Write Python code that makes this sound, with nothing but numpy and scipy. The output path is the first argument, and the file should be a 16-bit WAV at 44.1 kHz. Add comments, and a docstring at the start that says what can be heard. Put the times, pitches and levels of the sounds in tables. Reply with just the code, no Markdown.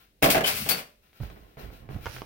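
"""Still kitchen air (coloured diffuse noise) and a brush of cloth (swelling grains) open the scene.
A foil pan is put down and shifted: blows ring its modes, creases snap in runs, rim and base scrape
and rumble as noise strokes, and metal clinks as decaying sines. Someone then walks up: soles tick and scuff
as contacts and grains, the floor thuds as gliding sines with rumble, and clothes rustle again.
Last, fingers rub (grains) and tap (pushes with rough tails) close to the two microphones."""
import sys
import numpy as np
from scipy import signal
from scipy.fft import rfft, irfft
from scipy.io import wavfile
from scipy.ndimage import uniform_filter1d

SR = 44100
rng = np.random.default_rng(int(sys.argv[2]) if len(sys.argv) > 2 else 0)


def output_pcm(signal):
    """Save a mono or channel-first signal as 16-bit PCM at the path in sys.argv[1].

    Samples are clipped to [-1, 1] before scaling.
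    """
    pcm = np.clip(np.atleast_2d(signal).T, -1, 1) * 32767
    wavfile.write(sys.argv[1], SR, np.round(pcm).astype(np.int16))


N = 99225
TOP_HZ = 15900
STOP_SHAPE = 1.4  # exponent of a stroke's fall

# spectrum of a sole on the floor: f/Hz, level/dB
SOLE_SPECTRUM = [(50, -17), (200, -3), (450, -0.5), (900, -9), (2000, -14.5), (4000, -26.5), (8000, -51),
                 (16000, -50)]


def amp(db):
    """Decibels to gain."""
    return 10 ** (np.asarray(db) / 20)


def unit(x):
    """Scale to rms 1."""
    return x / np.sqrt(np.mean(x ** 2))


def along(table, hz):
    """Read a table on a log-frequency axis."""
    f, v = np.array(table).T
    return np.interp(np.log(hz + 1), np.log(f), v)


def bins():
    """Frequencies of the padded transform in Hz."""
    return np.fft.rfftfreq(2 * N, 1 / SR)


def colour(x, table, tilt_db_per_octave=0):
    """Minimum-phase filter of unit energy with the table's spectrum, tilted."""
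    octaves = np.log2(np.clip(bins(), 500, TOP_HZ))
    gain = unit(amp(along(table, bins()) + tilt_db_per_octave * octaves))
    # fold the cepstrum to make the filter causal
    cepstrum = irfft(np.log(gain))
    cepstrum[1:N] *= 2
    cepstrum[N + 1:] = 0
    return irfft(rfft(x, 2 * N) * np.exp(rfft(cepstrum)))[..., :N]


def swell(start_s, rise_s, decay_s, shape=1):
    """Straight rise, then a fall: exponential for shape 1, stopping more firmly above that."""
    t = np.arange(N) / SR - start_s
    rise = np.clip(t / rise_s, 0, 1)
    return rise * np.exp(-(np.maximum(t - rise_s, 0) / decay_s) ** shape)


def strokes(table):
    """Level over time of a series of sliding movements."""
    return sum(amp(db) * swell(s, rise, decay, STOP_SHAPE) for s, db, rise, decay in table)


def grains(per_s, spread_db):
    """Random tiny snaps of uneven size, evened to a steady local level."""
    signs = (rng.random(N) < per_s / SR) * rng.choice([-1, 1], N)
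    snaps = signs * amp(spread_db * np.minimum(rng.exponential(size=N), 4))
    power = np.abs(uniform_filter1d(snaps ** 2, size=500))
    return snaps / np.sqrt(power + 1e-6)


def crack(start_s, decay_s):
    """A brief rough contact: decaying random signs."""
    return swell(start_s, 1 / SR, decay_s) * rng.choice([-1, 1], N)


def touch(start_s, decay_s):
    """A clean push of a finger or sole, trailed by a little roughness."""
    rough_db = -3
    push = signal.unit_impulse(N, int(start_s * SR))
    # the push has about the energy of the full crack
    return np.sqrt(decay_s * SR / 2) * push + amp(rough_db) * crack(start_s, decay_s)


def ring(x, modes):
    """Excite decaying modes; the response has unit energy."""
    t = np.arange(SR) / SR
    response = sum(amp(db) * np.sin(2 * np.pi * hz * t) * np.exp(-np.log(1000) * t / t60)
                   for hz, db, t60 in modes)
    return signal.fftconvolve(x, response / np.linalg.norm(response))[:N]


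def pan_lr(x, db):
    """Spread a sound over two channels, left minus right in dB."""
    return x * amp(np.array([[db], [-db]]) / 2)


def diffuse():
    """Noise from all sides: mid and side shares set the likeness of the two microphones."""
    # likeness of the two microphones: f/Hz, correlation
    likeness = [(60, 0.89), (290, 0.94), (640, 0.27), (1300, -0.41), (2200, 0.018), (3100, 0.025),
                (6000, -0.27)]
    c = np.clip(along(likeness, bins()), -.98, .98)
    noise = rfft(rng.standard_normal((2, N)), 2 * N)
    mid, side = noise * np.sqrt([(1 + c) / 2, (1 - c) / 2])
    return irfft(np.array([mid + side, mid - side]))[:, :N]


def room(x):
    """A weak direct path, dense early reflections and a short tail, even in colour."""
    # reverberation: f/Hz, t60/s
    room_t60 = [(100, .37), (600, .33), (3000, .25), (8000, .2), (16000, .185)]
    early_s, early_db = 0.0067, 7
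    direct_db, right_lag_s = -8.5, .00038  # direct path relative to the unit-energy reflections
    hz, t, noise = signal.stft(diffuse(), SR, nperseg=256)
    fall = np.exp(-np.log(1000) * t / along(room_t60, hz)[:, None])
    fall = fall * (1 + amp(early_db) * np.exp(-t / early_s))
    paths = signal.istft(noise * fall, SR)[1][:, :SR]
    paths /= np.linalg.norm(paths, axis=1, keepdims=True)
    paths[0, 0] += amp(direct_db)
    paths[1, int(right_lag_s * SR)] += amp(direct_db)
    response = rfft(paths)
    response /= np.sqrt(uniform_filter1d(np.mean(abs(response) ** 2, axis=0), size=90))
    return signal.fftconvolve(x[None], irfft(response)[:, :SR // 2], axes=1)[:, :N]


def still_air():
    """Steady diffuse noise with the colour of the quiet kitchen."""
    # spectrum of the air: f/Hz, level/dB
    air_spectrum = [(25, -10.5), (52, 2), (100, -10), (240, -13), (550, -16.5), (1000, -29), (2500, -24),
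                    (4000, -25.5), (7500, -33), (11000, -29), (15500, -28.5)]
    air_db = -66
    return amp(air_db) * colour(diffuse(), air_spectrum)


def clothes():
    """Fabric brushes: dense fibre snaps swell and stop."""
    # brushes: t/s, level/dB, rise/s, decay/s
    rustles = [(-0.02, -53.5, 0.014, 0.057), (1.01, -61.5, 0.025, .1), (1.124, -56, 0.044, 0.076),
               (1.20, -48.5, 0.027, 0.05), (1.29, -59.5, 0.016, 0.32), (1.569, -47.5, 0.024, 0.069),
               (1.70, -53.5, 0.034, 0.069), (1.888, -52, 0.021, 0.12), (1.999, -46.5, 0.044, 0.078),
               (2.11, -46, 0.046, 0.056)]
    # spectrum of the cloth: f/Hz, level/dB
    cloth_spectrum = [(100, 3), (600, -0.5), (1800, 3), (3000, 0.5), (5000, -4.5), (7500, -15.5),
                      (11000, -10.5), (13500, -9), (15500, -1.5)]
    fibres_per_s, spread_db, side_db = 5600, -1.5, 2
    fibres = strokes(rustles) * grains(fibres_per_s, spread_db)
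    return pan_lr(room(colour(fibres, cloth_spectrum)), side_db)


def blow(start_s):
    """One hard push and a brief rattle of the sheet."""
    push_db, rattle_db, rattle_decay_s = 20, -6, 0.0085
    push = amp(push_db) * signal.unit_impulse(N, int(start_s * SR))
    return push + amp(rattle_db) * crack(start_s, rattle_decay_s)


def foil_pan(place, count):
    """One part of the pan: its share of blows rings the body, creases snap in runs, the rim scrapes."""
    # blows: t/s, level/dB
    knocks = [(0.2205, -30.5), (0.2254, -12), (0.2305, -10.5), (0.242, -7.5), (0.246, -24), (0.260, -14),
              (0.290, -18), (0.304, -24), (0.346, -15.5), (0.353, -12.5), (0.368, -16), (0.379, -16),
              (0.408, -18.5), (0.445, -36), (0.481, -22.5), (0.662, -27), (0.692, -32.5), (0.711, -24),
              (0.785, -31.5)]
    # spectrum of a blow: f/Hz, level/dB
    knock_spectrum = [(40, -33.5), (90, -11.5), (150, -0.5), (250, -2), (335, -7.5), (430, 1), (540, -7.5),
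                      (640, 3), (770, 0), (950, -9.5), (1500, -7), (2600, -10), (4000, -17.5),
                      (7500, -27.5), (16000, -23)]
    # modes of the pan: f/Hz, level/dB, t60/s
    pan_modes = [(150, -3, .15), (188, -2, .2), (232, -3, .38), (305, -2, .25), (375, -2, .2),
                 (424, -1, .25), (593, -2, .4), (654, -1, .22), (718, 1, .22), (784, 0, .22),
                 (1118, -7, .25), (1683, -7, .18), (2057, -5, .22), (2954, -7, .2)]
    # runs of buckling creases: t/s, level/dB, rise/s, decay/s, tilt/(dB/octave)
    crinkles = [(0.222, -18.5, .004, 0.038, 2.5), (0.296, -14.5, .007, 0.024, 1.5),
                (0.435, -27, 0.0043, 0.052, -1.5), (0.453, -21.5, .018, 0.046, 1),
                (0.526, -29, 0.044, 0.1, 2), (0.656, -41.5, .008, 0.12, -1),
                (0.6873, -14.5, .001, 0.019, 3.5), (0.698, -28.5, .01, 0.042, -2.5),
                (0.762, -35, 0.028, 0.012, 0)]
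    # spectrum of the creases: f/Hz, level/dB
    foil_spectrum = [(100, -30.5), (500, -3), (1200, 2.5), (1900, 3), (2500, 6.5), (3600, 0.5), (4600, 2.5),
                     (7000, -6.5), (9000, -3), (12000, -3), (15500, -1.5)]
    # rim scrapes: t/s, level/dB, rise/s, decay/s
    scrapes = [(0.436, -22.5, 0.0027, 0.014), (0.56, -44, 0.017, 0.026), (0.694, -39, 0.012, 0.015)]
    # resonances of the rim: f/Hz, level/dB, t60/s
    rim_modes = [(2420, -8, 0.014), (2660, -13.5, 0.014), (3023, -11.5, 0.18), (3010, -4.5, .03)]
    ring_db, creases_per_s, spread_db = -8, 700, 5.5

    blows = sum(amp(db) * blow(s) for s, db in knocks[place::count])
    body = colour(blows, knock_spectrum) + amp(ring_db) * ring(blows, pan_modes)
    snaps = grains(creases_per_s, spread_db)
    creases = 0
    for s, db, rise, decay, tilt in crinkles:
        run = snaps * swell(s, rise, decay, STOP_SHAPE)
        creases = creases + amp(db) * colour(run, foil_spectrum, tilt)
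    rim = ring(strokes(scrapes) * grains(creases_per_s, spread_db), rim_modes)
    return body + (creases + rim) / np.sqrt(count)


def pan_drag():
    """The base rumbles over the counter: low noise in slow strokes."""
    # drags: t/s, level/dB, rise/s, decay/s
    drags = [(0.48, -43, 0.031, 0.11), (0.585, -42.5, 0.023, 0.088), (0.69, -44.5, 0.0088, 0.057)]
    # spectrum of the dragging: f/Hz, level/dB
    drag_spectrum = [(25, -23), (55, 3.5), (130, 4), (225, 3.5), (330, -16), (600, -17), (1500, -25.5),
                     (16000, -71.5)]
    return colour(strokes(drags) * rng.standard_normal(N), drag_spectrum)


def whole_pan(count):
    """Each part of the pan reaches the microphones by its own paths; the drag is added alike to both."""
    return sum(room(foil_pan(place, count)) for place in range(count)) + pan_drag()


def clink():
    """Metal is touched twice and rings in high modes; each microphone gets its own phase."""
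    # metal contacts: t/s, level/dB
    clinks = [(0.691, -32.5), (0.7095, -22.5)]
    # modes of the metal: f/Hz, level/dB, t60/s
    metal_modes = [(4522, 0, .19), (4529, -18, .33), (4290, -11, .08), (9420, -11, .06), (12620, -13, .14),
                   (12760, -10, .16), (13020, -13, .14), (13360, -13, .09), (15400, -13, .1)]
    t = np.arange(N) / SR
    notes = 0
    for s, db in clinks:
        for hz, mode_db, t60 in metal_modes:
            phase_turns = rng.random() + rng.random((2, 1)) / 4
            note = swell(s, .001, t60 / np.log(1000)) * np.sin(2 * np.pi * (hz * t + phase_turns))
            notes = notes + amp(db + mode_db) * note
    return pan_lr(notes, 5.4)


def step_ticks():
    """Floor and soles tick under the weight: short dry contacts, partly through the room."""
    # ticks: t/s, level/dB, decay/s, tilt/(dB/octave)
    tick_table = [(1.131, -58, 0.0037, 5.5), (1.203, -43, .003, 0), (1.234, -44, 0.0037, 1),
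                  (1.301, -49, 0.0056, 4), (1.362, -49, 0.0018, -1), (1.5711, -38.5, 0.0017, -2.5),
                  (1.577, -44.5, 0.0041, -9.5), (1.595, -47.5, 0.0044, -1), (1.645, -43.5, 0.0028, -5),
                  (1.702, -44.5, 0.0039, -2), (1.729, -44, 0.0032, -6.5), (1.8904, -39.5, 0.003, -1),
                  (1.91, -47, 0.01, -2), (1.945, -44.5, 0.0025, 3.5), (1.964, -46, 0.004, -2)]
    side_db, room_db = -1.7, -3
    ticks = sum(amp(db) * colour(touch(s, decay), SOLE_SPECTRUM, tilt)
                for s, db, decay, tilt in tick_table)
    return pan_lr(ticks, side_db) + amp(room_db) * room(ticks)


def footsteps():
    """Footfalls load the floor: it thuds at a pitch that follows the push, and rumbles; soles scuff."""
    # footfalls: t/s, level/dB, f/Hz at the middle of the glide, rise/s, decay/s
    thud_table = [(1.199, -27.5, 109.3, 0.011, 0.015), (1.216, -35.5, 52.5, 0.015, 0.071),
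                  (1.348, -51.5, 56.6, 0.0082, 0.087), (1.569, -46, 133.6, 0.0052, 0.042),
                  (1.619, -38.5, 49.6, 0.024, 0.081), (1.798, -45.5, 109.5, 0.024, 0.11),
                  (1.888, -37.5, 129.2, 0.0096, 0.093), (1.935, -32, 74, 0.031, 0.016),
                  (2.059, -35, 66, 0.0068, 0.027), (2.11, -47, 116.3, 0.048, 0.15)]
    # spectrum of the floor's rumble: f/Hz, level/dB
    rumble_spectrum = [(20, -6.5), (50, 6), (130, 0.5), (220, -7), (400, -22), (1500, -31.5), (16000, -81)]
    # soles on the floor: t/s, level/dB, decay/s
    scuff_table = [(1.232, -49.5, 0.076), (1.302, -50.5, .015), (1.36, -48, 0.017), (1.418, -59, 0.18),
                   (1.571, -43.5, 0.028), (1.60, -51, 0.18), (1.814, -63.5, 0.08), (1.887, -46, 0.09),
                   (1.962, -66, 0.054), (2.132, -55, 0.18)]
    glide, rumble_db = 0.22, -5  # glide: pitch span as a fraction of f
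    thud_side_db, scuff_side_db = -5, -0.68

    t, thuds, load = np.arange(N) / SR, 0, 0
    for s, db, hz, rise, decay in thud_table:
        push = swell(s, rise, decay)
        pitch_hz = (t > s) * hz * (1 + glide * (push - .5))
        thuds = thuds + amp(db) * push * np.sin(2 * np.pi * np.cumsum(pitch_hz) / SR)
        load = load + amp(db) * push
    rumble = amp(rumble_db) * colour(load * rng.standard_normal(N), rumble_spectrum)
    scuff_level = sum(amp(db) * swell(s, .002, decay) for s, db, decay in scuff_table)
    scuffs = colour(scuff_level * grains(1500, 4.7), SOLE_SPECTRUM)
    return pan_lr(thuds + rumble, thud_side_db) + pan_lr(room(scuffs), scuff_side_db)


def fingers():
    """Light rubbing and short taps right by the microphones; the taps also excite the room."""
    # rubs: t/s, level/dB, rise/s, decay/s
    rubs = [(2.03, -50.5, 0.065, 0.13), (2.115, -57, 0.028, 0.02)]
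    # spectrum of the rubbing: f/Hz, level/dB
    rub_spectrum = [(100, -9), (1000, -9), (3000, -0.5), (4200, -1), (5600, -2.5), (7500, -10), (11000, -6),
                    (15500, -2)]
    # taps: t/s, level/dB, decay/s, tilt/(dB/octave)
    tap_table = [(2.0581, -31.5, 0.0011, 2), (2.0648, -34.5, 0.0027, -1), (2.0667, -33, 0.0014, 0),
                 (2.0690, -31.5, 0.0024, -1.5), (2.0838, -41.5, 0.0018, 0), (2.1652, -37, 0.0021, 0),
                 (2.184, -34.5, 0.00052, 1), (2.2193, -24.5, 0.00063, -3)]
    # spectrum of a tap: f/Hz, level/dB
    tap_spectrum = [(60, -10), (300, -5), (600, -1), (850, -2), (1150, 1), (1450, -2), (1950, -9),
                    (3000, -11), (4200, -22), (5600, -19), (8000, -33), (16000, -40)]
    rub_side_db, tap_side_db = -20.5, -9
    skin = np.array([grains(1400, 6.9), grains(1500, 2)])  # one texture per microphone
    rub = colour(strokes(rubs) * skin, rub_spectrum)
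    taps = sum(amp(db) * colour(touch(s, decay), tap_spectrum, tilt) for s, db, decay, tilt in tap_table)
    return pan_lr(rub, rub_side_db) + pan_lr(taps, tap_side_db) + room(taps)


def scene():
    """All sources in the quiet kitchen."""
    return (still_air() + clothes() + whole_pan(count=3) + clink()
            + step_ticks() + footsteps() + fingers())


def record(dry):
    """The right microphone is duller than the left; the top is cut steeply."""
    # left minus right microphone: f/Hz, level/dB
    mic_balance = [(100, -2.5), (400, 0), (720, -5.5), (1200, -1), (2400, -1.5), (3600, 8.5), (5500, 1),
                   (8000, 12), (9000, 3), (11200, 7.5), (13000, 12.5), (15500, 33.5)]
    ratio = amp(along(mic_balance, bins()))
    # the two gains keep a constant summed power
    gains = np.array([ratio, np.ones_like(ratio)]) * np.sqrt(2 / (1 + ratio ** 2))
    heard = irfft(rfft(dry, 2 * N) * gains)[:, :N]
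    top_cut = signal.ellip(10, .2, 70, TOP_HZ, fs=SR, output="sos")
    return signal.sosfilt(top_cut, heard)


dry = scene()
out = record(dry)
output_pcm(out)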